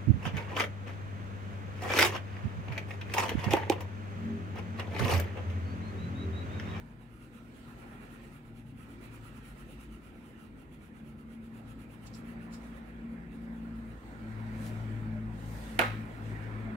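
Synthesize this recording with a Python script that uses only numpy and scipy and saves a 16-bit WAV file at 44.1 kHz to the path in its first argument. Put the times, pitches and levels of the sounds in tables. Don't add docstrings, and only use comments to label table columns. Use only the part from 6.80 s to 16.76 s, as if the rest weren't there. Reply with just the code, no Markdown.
import sys
import numpy as np
from scipy import signal
from scipy.fft import rfft, irfft, next_fast_len
from scipy.io import wavfile
from scipy.ndimage import uniform_filter1d

SR = 44100
rng = np.random.default_rng(int(sys.argv[2]) if len(sys.argv) > 2 else 0)


def persist_wave(psi):
    counts = np.round(np.clip(psi, -1, 1) * 32767).astype(np.int16)
    wavfile.write(sys.argv[1], SR, np.atleast_2d(counts).T)


def invert_db(x):
    u = np.asarray(x, float) / 20
    return 10 ** u


N = 439236

# pitch in Hz, left minus right in dB.
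PORT_TILT_DB = [(30, -28), (60, 5.5), (120, 4.5), (250, 0), (800, 0)]
SWELL_SQUARENESS = 2.2


def in_time(rows):
    s, *columns = np.transpose(rows)
    return [np.interp(np.arange(N) / SR, s, column) for column in columns]


def drift(rate_hz):
    r = np.exp(-80 * np.pi * rate_hz / SR)
    chance = rng.standard_normal(N // 40 + 2002)
    slow = signal.lfilter([1], [1, -2 * r, r * r], chance)[2000:]
    return np.interp(np.arange(N) / 40, np.arange(len(slow)), slow / slow.std())


def swells(rows):
    t = np.arange(0, N + 40, 40) / SR
    gain = sum(invert_db(db) * np.exp(-np.abs((t - s) / half) ** SWELL_SQUARENESS) for s, half, db in rows)
    return np.interp(np.arange(N) / SR, t, gain)


def colour(x, rows):
    hz, *sides = np.transpose(rows)
    length = x.shape[-1]
    size = next_fast_len(length, real=True)
    axis = np.log(np.arange(size // 2 + 1) * SR / size + 1)
    gains = invert_db([np.interp(axis, np.log(hz), side, left=-60) for side in sides])
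    out = irfft(rfft(x, size) * gains, size)[:, :length]
    return out / out.std()


def pair(source, alike):
    alike = np.clip(alike, 0, 1)
    unrelated = rng.standard_normal((2, len(source)), dtype=np.float32)
    return np.sqrt(alike) * source + np.sqrt(1 - alike) * unrelated


def grit(per_s, spread_db, size=N):
    chance, height, sign = rng.random((3, size), dtype=np.float32)
    strength = invert_db(spread_db * np.minimum(-np.log(height + 1e-9), 4))
    slips = strength * np.sign(sign - .5) * (chance < per_s / SR)
    return slips / slips.std()


def ring(clicks, hz, t60):
    r, w = invert_db(-60 / (t60 * SR)), 2 * np.pi * hz / SR
    return signal.lfilter([0, np.sin(w)], [1, -2 * r * np.cos(w), r * r], clicks + 1e-18)


def crayon():
    # mid-stroke in seconds, scratch in dB, half length in seconds.
    strokes = [(0.004, -73, 0.017), (0.1, -79.5, 0.038), (0.227, -74.5, 0.033), (0.351, -74, 0.061),
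               (0.441, -70.5, 0.034), (0.563, -68.5, 0.035), (0.672, -79.5, 0.044), (0.781, -70, 0.036),
               (0.898, -69.5, 0.039), (1.007, -68.5, 0.033), (1.122, -71.0, 0.068), (1.24, -68.5, 0.039),
               (1.338, -65.5, 0.039), (1.45, -68.5, 0.032), (1.552, -68, 0.041), (1.671, -73.5, 0.037),
               (1.781, -70, 0.037), (1.892, -72.5, 0.034), (2.013, -68, 0.044), (2.121, -68, 0.037),
               (2.244, -63, 0.036), (2.348, -64, 0.03), (2.466, -64, 0.04), (2.571, -65, 0.029),
               (2.682, -62.5, 0.045), (2.801, -64.5, 0.034), (2.914, -65, 0.037), (3.027, -64.5, 0.034),
               (3.141, -67, 0.035), (3.26, -69.5, 0.042), (3.368, -74.5, 0.041), (3.478, -70.5, 0.056),
               (3.626, -69, 0.049), (3.805, -71, 0.035), (3.94, -69.5, 0.026), (4.046, -69.5, 0.041),
               (4.176, -71.5, 0.032), (4.284, -70.5, 0.041), (4.403, -71.5, 0.025), (4.528, -70.5, 0.041),
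               (4.652, -71.5, 0.03), (4.773, -69, 0.039), (4.903, -67, 0.033), (5.018, -67, 0.033),
               (5.128, -66, 0.032), (5.251, -66.5, 0.038), (5.381, -66, 0.033), (5.495, -66.5, 0.044),
               (5.637, -70, 0.034), (5.743, -69, 0.034), (5.862, -70.5, 0.047), (5.97, -68, 0.032),
               (6.084, -74, 0.035), (6.324, -77, 0.039), (6.545, -72.5, 0.033), (6.634, -74.5, 0.033),
               (6.763, -74.5, 0.038), (6.862, -79, 0.038), (6.978, -75.5, 0.029), (7.096, -73, 0.039)]
    # pitch in Hz, left in dB, right in dB.
    scratch_colour = [(4200, -17, -32), (5000, -16, -30), (6200, -11, -17), (7400, -7.5, -8.5),
                      (9700, -6, -9), (10150, 2.5, -8), (10440, 4, -16), (11240, -3, -19),
                      (12000, -10.5, -21), (13300, -15, -12), (14900, -8, -17)]
    # pitch in Hz, left in dB, right in dB.
    body_colour = [(603, -16, -5), (1300, 14, 24.5), (1570, 8, 13.5), (2180, 3, 15), (2760, 6.5, 18.5),
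                   (3260, -3, 12), (4500, -7, 2), (6500, -4.5, -7), (8450, -7, -11)]
    squareness = 2.3
    body_db, body_follows = -74.5, 0.75
    scratch, body = np.zeros((2, N))
    for s, db, half in strokes:
        near = slice(max(round((s - .15) * SR), 0), round((s + .15) * SR))
        t = np.arange(near.start, near.stop) / SR - s
        speed = np.exp(-np.abs(t / half) ** squareness) + 1e-9
        scratch[near] += invert_db(db + 0.3) * speed ** 1.2
        body[near] += invert_db(body_db + body_follows * (db - body_db)) * speed ** 0.64
    slips = grit(9000, spread_db=2.5) * invert_db(2.2 * drift(60))
    bright = invert_db(-1.0) * scratch * colour(pair(slips, alike=0.15), scratch_colour)
    return bright, invert_db(9.0) * body * colour(pair(slips, alike=0.19), body_colour)


def snaps():
    # time in seconds, peak in dB.
    ticks = [(.43, -52), (.742, -55), (.747, -54), (.752, -56), (5.2437, -55), (5.2687, -51), (5.346, -58),
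             (5.7167, -52), (5.7376, -48), (5.822, -48), (5.832, -49), (6.52, -51), (7.78, -43),
             (7.856, -42), (8.66, -44), (8.708, -45)]
    clicks = np.zeros(N)
    for s, db in ticks:
        clicks[round(s * SR)] = invert_db(db)
    band = signal.butter(2, [3000, 11000], "band", fs=SR, output="sos")
    return signal.sosfilt(band, clicks) * invert_db([[2.0], [-2.0]])


def hand():
    # time in seconds, level in dB.
    slides = [
        [(7.52, -76), (7.7, -77), (7.8, -64.5), (7.87, -55.5), (7.93, -67), (8.0, -73), (8.15, -81), (8.3, -86)],
        [(8.46, -85), (8.58, -73), (8.68, -62.5), (8.8, -59.5), (8.956, -62), (9.134, -66.5), (9.28, -71),
         (9.6, -76), (9.9, -80)],
    ]
    # pitch in Hz, left in dB, right in dB.
    skin_colour = [(510, 10, -19), (1710, 14.5, 6), (3500, 3, 7), (5000, 4.5, 3), (8994, 3.5, 3),
                   (10200, 5, 3), (12500, 0, 0), (15500, -1, -2)]
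    level = np.zeros(N)
    for rows in slides:
        before, after = (rows[0][0] - .1, -110), (rows[-1][0] + .06, -110)
        level += invert_db(in_time([before] + list(rows) + [after])[0])
    start = round(7.4 * SR)
    rub = colour(pair(grit(3000, spread_db=8.0, size=N - start), alike=0.14), skin_colour)
    return invert_db(2.0 + 1.0 * drift(25)) * level * np.pad(rub, ((0, 0), (start, 0)))


def crackles():
    # time in seconds, level in dB, rise in seconds, fall in seconds, buckling pitch in Hz,
    # strength of that pitch in dB.
    buckles = [
        (5.272, -55, 0.012, 0.013, 7000, -7),
        (5.334, -68, .003, .003, 4900, 8),
        (5.3392, -63, 0.001, 0.004, 4850, 12),
        (5.348, -62, 0.003, 0.006, 4900, 8),
        (5.355, -57, 0.009, .022, 7600, 1),
        (5.737, -58, 0.016, 0.018, 7240, -3),
        (5.746, -62, .008, 0.032, 5000, 3),
        (5.84, -72, .03, .04, 6000, -3),
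    ]
    # pitch in Hz, left in dB, right in dB.
    paper_colour = [(2500, -20, -14), (4230, -12, 0), (5600, -8.5, 0), (6507, 0, -11), (8000, -5, -6),
                    (9500, -20, -10), (15000, -22, -18)]
    start, stop = round(5.1 * SR), round(5.95 * SR)
    slips = grit(9000, spread_db=2.5, size=stop - start)
    rustle = colour(pair(slips, alike=0.4), paper_colour) * [[1], [-1]]
    out = np.zeros((2, N))
    for s, db, rise, fall, hz, share_db in buckles:
        band = signal.butter(4, [hz / 1.17, hz * 1.25], "band", fs=SR, output="sos")
        buckle = signal.sosfilt(band, rustle)
        t = np.arange(start, stop) / SR - s
        swell = invert_db(db) * np.exp(-np.abs(t / np.where(t < 0, rise, fall)) ** 1.3)
        out[:, start:stop] += swell * (0.97 * rustle + invert_db(share_db - 4.0) * buckle)
    return out


def squeaks():
    # time in seconds, level in dB.
    moments = [
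        (5.3375, -55),
        (5.3385, -51),
        (5.3405, -51),
        (5.343, -54),
        (5.3465, -52),
        (5.348, -51),
        (5.353, -55),
        (5.7376, -54),
        (5.744, -56),
    ]
    # pitch in Hz, level in dB, ringing time t60 in seconds.
    modes = [(4300, 0, .012), (5000, -2, .01), (5550, 0, .015)]
    start, length = round(5.3 * SR), SR // 2
    at = [round(s * SR) - start for s, db in moments]
    out = np.zeros(N)
    for hz, level_db, t60 in modes:
        slips = np.zeros(length)
        slips[at] = invert_db(np.transpose(moments)[1] + level_db - 5 + rng.normal(0, 2, len(at)))
        out[start:start + length] += ring(slips, hz, t60)
    return out


def sheet():
    # middle in seconds, half length in seconds, level in dB.
    drags = [
        (7.7, .2, -62.5),
        (8.88, .14, -72),
        (9.62, 0.21, -61.5),
    ]
    # pitch in Hz, width in Hz.
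    hollows = [(1620, 79), (1790, 70), (2200, 150)]
    rub = pair(grit(5000, spread_db=0.5), alike=0.28)
    tone = sum(signal.lfilter(*signal.iirpeak(hz, hz / width, fs=SR), rub) for hz, width in hollows)
    return swells(drags) * invert_db(3.0 * drift(14)) * tone / tone.std() * invert_db([[-2.5], [2.5]])


def click():
    # time in seconds, level in dB, contact treble limit in Hz.
    contacts = [
        (8.9897, -18, 2500),
        (8.992, -4.5, 30000),
        (8.9933, -17, 6000),
        (8.9962, -15, 5000),
        (9.0055, -18, 3000),
        (9.0135, -13, 4000),
        (9.0155, -15, 3000),
        (9.019, -15, 2500),
        (9.034, -21, 2000),
    ]
    # pitch in Hz, left in dB, right in dB, ringing time t60 in seconds.
    modes = [(488, -38, -28, 0.17), (594, -36, -32, 0.21), (624, -42, -41, .2), (842, -27, -23, 0.24),
             (840, -9.5, -33, 0.021), (883, -36, -36, 0.16), (1255, -27, -26, 0.33), (1440, -28, -23, 0.15),
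             (1500, -33, -21, 0.038), (1464, -32, -23, 0.18), (1593, -31, -25, 0.29),
             (1882, -30, -22, 0.16), (2140, -42, -31, 0.3), (2250, -30, -2.5, 0.008),
             (2567, -24, -12, 0.04), (2900, -14, 0, 0.0027), (3252, -44, -34, 0.26),
             (7440, -22, -17.5, 0.0057), (11250, -39, -13.5, 0.0088), (15000, -36, -21, .006)]
    # time in seconds, level in dB, pitch in Hz, ringing time t60 in seconds.
    thump = (8.989, -31.5, 238, 0.2)
    # pitch in Hz, band ratio, left in dB, right in dB, dying time t60 in seconds.
    tail = [(363, 1.12, -49, -45, 0.25), (493, 1.38, -31.5, -28, 0.25), (806, 1.12, -35, -30.5, 0.26),
            (1480, 1.5, -30, -26.5, 0.34), (2200, 1.26, -44, -35, 0.55), (3830, 1.07, -48, -43, 0.39),
            (5400, 1.2, -63, -59, 0.28), (7460, 1.08, -59, -65, 0.27), (11300, 1.04, -63.5, -58, 0.18),
            (9000, 1.8, -49.5, -43.5, 0.29)]
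    start = round(8.97 * SR)
    t = np.arange(N - start) / SR + start / SR
    hits, push = np.zeros((2, len(t)))
    for s, db, cut_hz in contacts:
        contact = np.exp(-2 * np.pi * cut_hz / SR * np.arange(40))
        at = round(s * SR) - start
        hits[at:at + len(contact)] += invert_db(db) * contact / contact.sum()
    thump_s, thump_db, thump_hz, thump_t60 = thump
    push[round(thump_s * SR) - start] = -invert_db(thump_db)
    out = ring(push, thump_hz, thump_t60) * np.ones((2, 1))
    for k, (hz, left_db, right_db, t60) in enumerate(modes):
        sides = invert_db([[left_db], [right_db - .7]]) * [[np.sign(700 - hz)], [1]]
        out += -(-1) ** k * ring(hits, hz, t60) * sides
    out[0] = np.roll(out[0], 6)
    flutter_db = 1.5 * drift(200)[start:]
    since = np.maximum(t - contacts[1][0], 0)
    for hz, ratio, left_db, right_db, t60 in tail:
        band = signal.butter(2, [hz / ratio, min(hz * ratio, 18000)], "band", fs=SR, output="sos")
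        white = pair(rng.standard_normal(len(t)), alike=1 - hz / 1900)
        noise = signal.sosfilt(band, white)
        dying = invert_db(-60 * since / t60 + flutter_db) * (1 - np.exp(-since / 0.003))
        out += noise / noise.std() * dying * invert_db([[left_db + 3.5], [right_db + 0.5]])
    return np.pad(out, ((0, 0), (start, 0)))


def engine():
    # time in seconds, firing rate in Hz, load as level of order 1 in dB.
    running = [(0, 58.3, -64), (.4, 58.06, -59), (1.4, 58.44, -68), (2.1, 56.66, -53.5), (2.75, 56, -55.5),
               (3.1, 55.99, -49), (3.35, 56.4, -63), (3.9, 56.4, -72), (4.25, 55.8, -57),
               (4.58, 56.53, -60), (5, 56.26, -55), (5.4, 57.1, -58), (6.2, 57.2, -51),
               (7.05, 56.67, -46.5), (7.46, 55.3, -52.5), (8.75, 54.87, -43), (9.33, 54.43, -51),
               (9.96, 54.74, -48)]
    orders_db = [0, -15.5, -16.5, -8.5]
    orders_waver_db = [1.7, 1.6, 2.1, 0.99]
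    orders_wobble = [.28, .28, .3, .4]
    # order, level in dB against the load.
    upper = [(6, -28), (10, -37.5), (11, -34.5)]
    # middle in seconds, half length in seconds, level in dB.
    wall_booms = [(.12, 0.27, -58), (.8, 0.64, -58.5), (1.87, 0.25, -51.5), (2.41, 0.2, -50),
                  (2.95, 0.23, -65), (4.87, 0.2, -51), (5.35, 0.23, -51.5), (7.08, 0.17, -52.5),
                  (7.58, 0.16, -41), (8.15, 0.4, -36), (8.5, 0.051, -54), (8.72, 0.067, -42),
                  (9.12, 0.14, -36), (9.49, 0.12, -37.5), (9.73, 0.11, -38), (9.88, 0.11, -44)]
    # middle in seconds, half length in seconds, level in dB.
    floor_hums = [(1.8, 0.15, -63), (4.22, 0.057, -77), (5.6, 0.28, -51), (6.0, 0.24, -58.5),
                  (6.4, 0.17, -52.5), (6.75, 0.21, -48), (7.15, 0.043, -56), (7.9, 0.23, -51),
                  (8.3, 0.07, -48), (8.6, 0.25, -54), (9.2, 0.099, -48), (9.55, 0.16, -49.5),
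                  (9.95, 0.053, -51)]
    # middle in seconds, half length in seconds, level in dB.
    pane_drones = [(.02, 0.14, -52), (.5, 0.11, -61), (1.1, 0.56, -54), (1.83, 0.14, -54),
                   (2.24, 0.057, -61), (2.7, 0.31, -59), (3.13, 0.041, -49.5), (3.58, 0.12, -55.5),
                   (4.22, 0.12, -49), (4.62, 0.21, -47), (4.42, .08, -73), (4.97, 0.2, -52.5),
                   (5.55, 0.24, -44), (5.93, 0.23, -51), (6.3, 0.11, -41.5), (6.68, 0.18, -41),
                   (6.95, 0.15, -41.5), (7.45, 0.055, -43.5), (7.77, 0.21, -40.5), (8.1, 0.061, -44),
                   (8.36, 0.15, -37.5), (8.55, 0.07, -57), (8.93, 0.058, -41.5), (9.2, 0.052, -40),
                   (9.49, 0.051, -45), (9.91, 0.14, -40.5)]
    hz, load_db = in_time(running)
    phase = 2 * np.pi * np.cumsum(hz * (1 + 0.0031 * drift(4.93))) / SR
    levels = [invert_db(load_db + db + waver_db * drift(4.8)) for db, waver_db in zip(orders_db, orders_waver_db)]
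    levels[1] += swells(wall_booms)
    levels[2] += swells(floor_hums)
    levels[3] += swells(pane_drones)
    load = uniform_filter1d(levels[1] + levels[3], size=SR // 3)
    out = load * sum(invert_db(db + 5.7 * drift(8.6)) * np.sin(order * phase + order ** 2) for order, db in upper)
    for k, level in enumerate(levels):
        tilt_db = np.interp(56 * (k + 1), *np.transpose(PORT_TILT_DB)) / 2
        wave = np.sin((k + 1) * phase + orders_wobble[k] * drift(12.0))
        tone = np.sqrt(2) * level * invert_db(-2.0 + 0.51 * drift(25.0)) * wave
        out = out + tone * invert_db([[tilt_db], [-tilt_db]])
    return out


def idler():
    # time in seconds, pitch in Hz, level in dB.
    running = [(0, 52.3, -55), (.6, 43.77, -66), (1.3, 44.77, -56.5), (2.1, 45.27, -69), (2.6, 46.7, -56),
               (3.1, 49.74, -54.5), (3.4, 49.55, -73), (3.8, 50.1, -56), (4.3, 47.84, -67), (5, 48.27, -62)]
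    hz, db = in_time(running)
    phase = 2 * np.pi * np.cumsum(hz * (1 + 0.0097 * drift(2.26))) / SR
    return invert_db(db + 2.0 * drift(35)) * np.sqrt(2) * (np.sin(phase) + invert_db(-3.0) * np.sin(3 * phase))


def far_motor():
    # middle in seconds, half length in seconds, level in dB.
    hums = [
        (1.6, 0.16, -57),
        (1.9, 0.068, -52),
        (4.3, 0.17, -54.5),
        (4.9, 0.21, -60),
        (8.1, 0.8, -56),
        (9.4, .15, -62),
    ]
    phase = 2 * np.pi * 146 * np.cumsum(1 + 0.0168 * drift(6.0)) / SR
    return swells(hums) * np.sqrt(2) * np.sin(phase)


def singing():
    # middle in seconds, half length in seconds, pitch in Hz, width in Hz, level in dB.
    songs = [(1.05, .22, 1350, 80, -64.5), (1.38, .17, 1850, 60, -68), (1.15, .12, 2500, 120, -73),
             (2.2, .24, 2350, 50, -70), (2.68, .08, 1870, 70, -68), (.43, .03, 2780, 120, -68),
             (.6, .08, 1330, 90, -73), (.53, .06, 490, 40, -66), (1.7, .4, 800, 120, -72),
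             (8.68, .08, 450, 40, -60), (2.45, .3, 1320, 80, -71), (2.9, .4, 2650, 100, -75),
             (7.85, .2, 610, 30, -62), (8.88, .1, 1900, 100, -64), (3.3, .3, 1340, 80, -72),
             (4.95, .2, 1300, 80, -72), (5.5, .12, 2650, 120, -73), (5.75, .3, 1250, 250, -68),
             (6.7, .12, 1570, 80, -72), (7.05, .1, 2050, 80, -71), (7.77, .05, 2050, 120, -65),
             (7.95, .12, 1450, 200, -65), (7.85, .12, 520, 90, -58), (8.75, .15, 540, 120, -59),
             (9.6, .2, 1630, 50, -66), (1.3, .5, 350, 14, -64), (1.1, .3, 410, 14, -67),
             (2.2, .45, 268, 14, -58), (2.2, .3, 350, 14, -64), (3.1, .4, 352, 14, -62),
             (3.0, .25, 315, 14, -63), (.7, .3, 270, 25, -60), (3.7, .25, 265, 25, -60),
             (5.2, .5, 265, 20, -60), (6.6, .5, 265, 25, -57), (7.4, .12, 340, 14, -56),
             (8.1, .3, 325, 20, -58), (9.05, .05, 248, 20, -47)]
    out, white = np.zeros((2, N)), rng.standard_normal((3, N), dtype=np.float32)
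    for s, half, hz, width, db in songs:
        start, stop = max(round((s - 2 * half) * SR), 0), min(round((s + 2 * half) * SR), N)
        peak = signal.iirpeak(hz, hz / width, fs=SR)
        alike = max(1 - hz / 2500, 0)
        source = np.sqrt(alike) * white[0, start:stop] + np.sqrt(1 - alike) * white[1:, start:stop]
        tone = signal.lfilter(*peak, signal.lfilter(*peak, source))
        t = np.arange(start, stop) / SR - s
        swell = invert_db(db) * np.exp(-np.abs(t / half) ** SWELL_SQUARENESS)
        out[:, start:stop] += swell * tone / tone.std()
    return out


def street():
    # time in seconds, level of tyre roar in dB.
    traffic = [(0, -62), (.36, -69.5), (1.08, -59.5), (1.44, -60.5), (1.62, -66.5), (1.9, -68.5),
               (2.19, -61.5), (2.9, -63.5), (4.24, -65.5), (5.3, -62.5), (5.63, -57.5), (6.5, -60.5),
               (7.3, -58), (7.9, -52.5), (8.52, -57), (8.99, -52.5), (9.28, -53.5), (9.6, -52)]
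    # pitch in Hz, level in dB.
    rumble_colour = [(15, -37), (25, -14.5), (54, -4), (130, -4), (178, -5), (237, 1), (330, -8),
                     (419, -15.5), (494, -15.5), (677, -31), (900, -28), (1170, -63), (1980, -120)]
    # pitch in Hz, left in dB, right in dB.
    roar_colour = [(345, 6.5, 7), (554, 2, 1), (908, -1, 2), (1350, -1, 1), (1800, -3.5, 3.5),
                   (2430, -12, -6), (3110, -21.5, -12.5), (4480, -32, -25.5), (5870, -44, -44)]
    # pitch in Hz, left in dB, right in dB.
    air_colour = [(2480, -1, 8), (3970, -0.5, 6), (5860, -4.5, -5), (8800, 1, -2.5), (9250, -5, -11),
                  (10400, -12, -12), (12000, -7, -10), (15500, -11, -6.5)]
    # middle in seconds, half length in seconds, level in dB.
    rustles = [(0, 0.1, -84.5), (.85, 0.36, -77), (1.42, 0.16, -79), (2.38, 0.22, -76.5), (2.85, 0.25, -78),
               (4.85, .15, -86), (5.33, 0.11, -78), (5.85, .1, -81), (7.3, 0.38, -79), (7.85, 0.1, -72),
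               (8.1, 0.27, -78), (9.2, .03, -73), (9.33, 0.06, -76), (9.48, 0.063, -72), (9.7, 0.16, -97),
               (8.62, 0.1, -74), (8.84, 0.14, -68.5)]
    roar_db, = in_time(traffic)
    swing_db = roar_db - roar_db.mean()
    rumble_db = -60 + 0.51 * np.arange(N) / SR + 0.2 * swing_db
    airy = invert_db(-79 + 0.68 * swing_db) + swells(rustles)
    low = []
    for hz, db in rumble_colour:
        tilt_db = np.interp(hz, *np.transpose(PORT_TILT_DB)) / 2
        low.append((hz, db + tilt_db, db - tilt_db))
    shaking = colour(pair(rng.standard_normal(N), alike=0.9), low)
    rumble = invert_db(rumble_db + 7.5 + 0.52 * drift(7.7)) * shaking
    roar = invert_db(roar_db + 3.5) * colour(pair(rng.standard_normal(N), alike=0.42), roar_colour)
    air = airy * invert_db(2.5 + 1.0 * drift(5.4)) * colour(rng.standard_normal((2, N)), air_colour)
    return rumble, roar, air


def hiss():
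    # pitch in Hz, left in dB, right in dB.
    hiss_colour = [(3100, -7, 9), (6000, -1, -16), (10000, 5, 3), (15500, -4, -2)]
    return invert_db(-82.5) * colour(rng.standard_normal((2, N)), hiss_colour)


def lull():
    # time in seconds, half width in seconds, depth in dB.
    moment = (7.204, 0.024, -14)
    s, width, db = moment
    return invert_db(db * np.clip(1 - np.abs(np.arange(N) / SR - s) / width, 0, 1))


def room(x):
    # pitch in Hz, width in Hz, level in dB.
    resonances = [(1340, 110, 0.5), (1890, 63, 0), (2310, 120, 0), (2620, 140, 2.5)]
    t60_s, echo_db = .3, -5.5
    t = np.arange(round(.3 * SR)) / SR
    echo = rng.standard_normal((2, len(t))) * invert_db(-60 * t / t60_s)
    echo = invert_db(echo_db) * echo / np.sqrt(np.sum(echo ** 2, axis=1, keepdims=True))
    wet = x + signal.oaconvolve(x, echo, axes=1)[:, :N]
    for hz, width, db in resonances:
        peak = signal.iirpeak(hz, hz / width, fs=SR)
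        wet = wet + (invert_db(db) - 1) * signal.lfilter(*peak, wet)
    return wet * x.std() / wet.std()


def lagged(x):
    return np.array([x[0], np.roll(x[1], 14)])


def patchy(x, depth_db):
    spectra = signal.stft(x, nperseg=512)[2]
    chance = rng.standard_normal(spectra.shape[1:])
    chance = uniform_filter1d(chance, size=4, axis=0)
    chance = uniform_filter1d(chance, size=11, axis=1)
    gains = invert_db(depth_db * chance / chance.std())
    return signal.istft(spectra * gains, nperseg=512)[1][:, :N]


def scene():
    scratch, body = crayon()
    rumble, roar, air = street()
    rubbing = patchy(scratch + snaps() + hand() + air + lagged(room(body + roar)), depth_db=2.0)
    handling = crackles() + squeaks() + sheet() + click()
    low = lull() * (engine() + idler() + far_motor() + rumble)
    return rubbing + handling + low + singing() + hiss()


def roll_off(x):
    return signal.sosfilt(signal.butter(12, 16500, fs=SR, output="sos"), x)


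def record(dry):
    x = signal.sosfilt(signal.butter(5, 38, "high", fs=SR, output="sos"), dry)
    x = signal.sosfilt(signal.ellip(10, .5, 70, 15700, fs=SR, output="sos"), x)
    x = x * np.clip((N - 1 - np.arange(N)) / (.004 * SR), 0, 1)
    return roll_off(x)


dry = scene()
out = record(dry)
persist_wave(out)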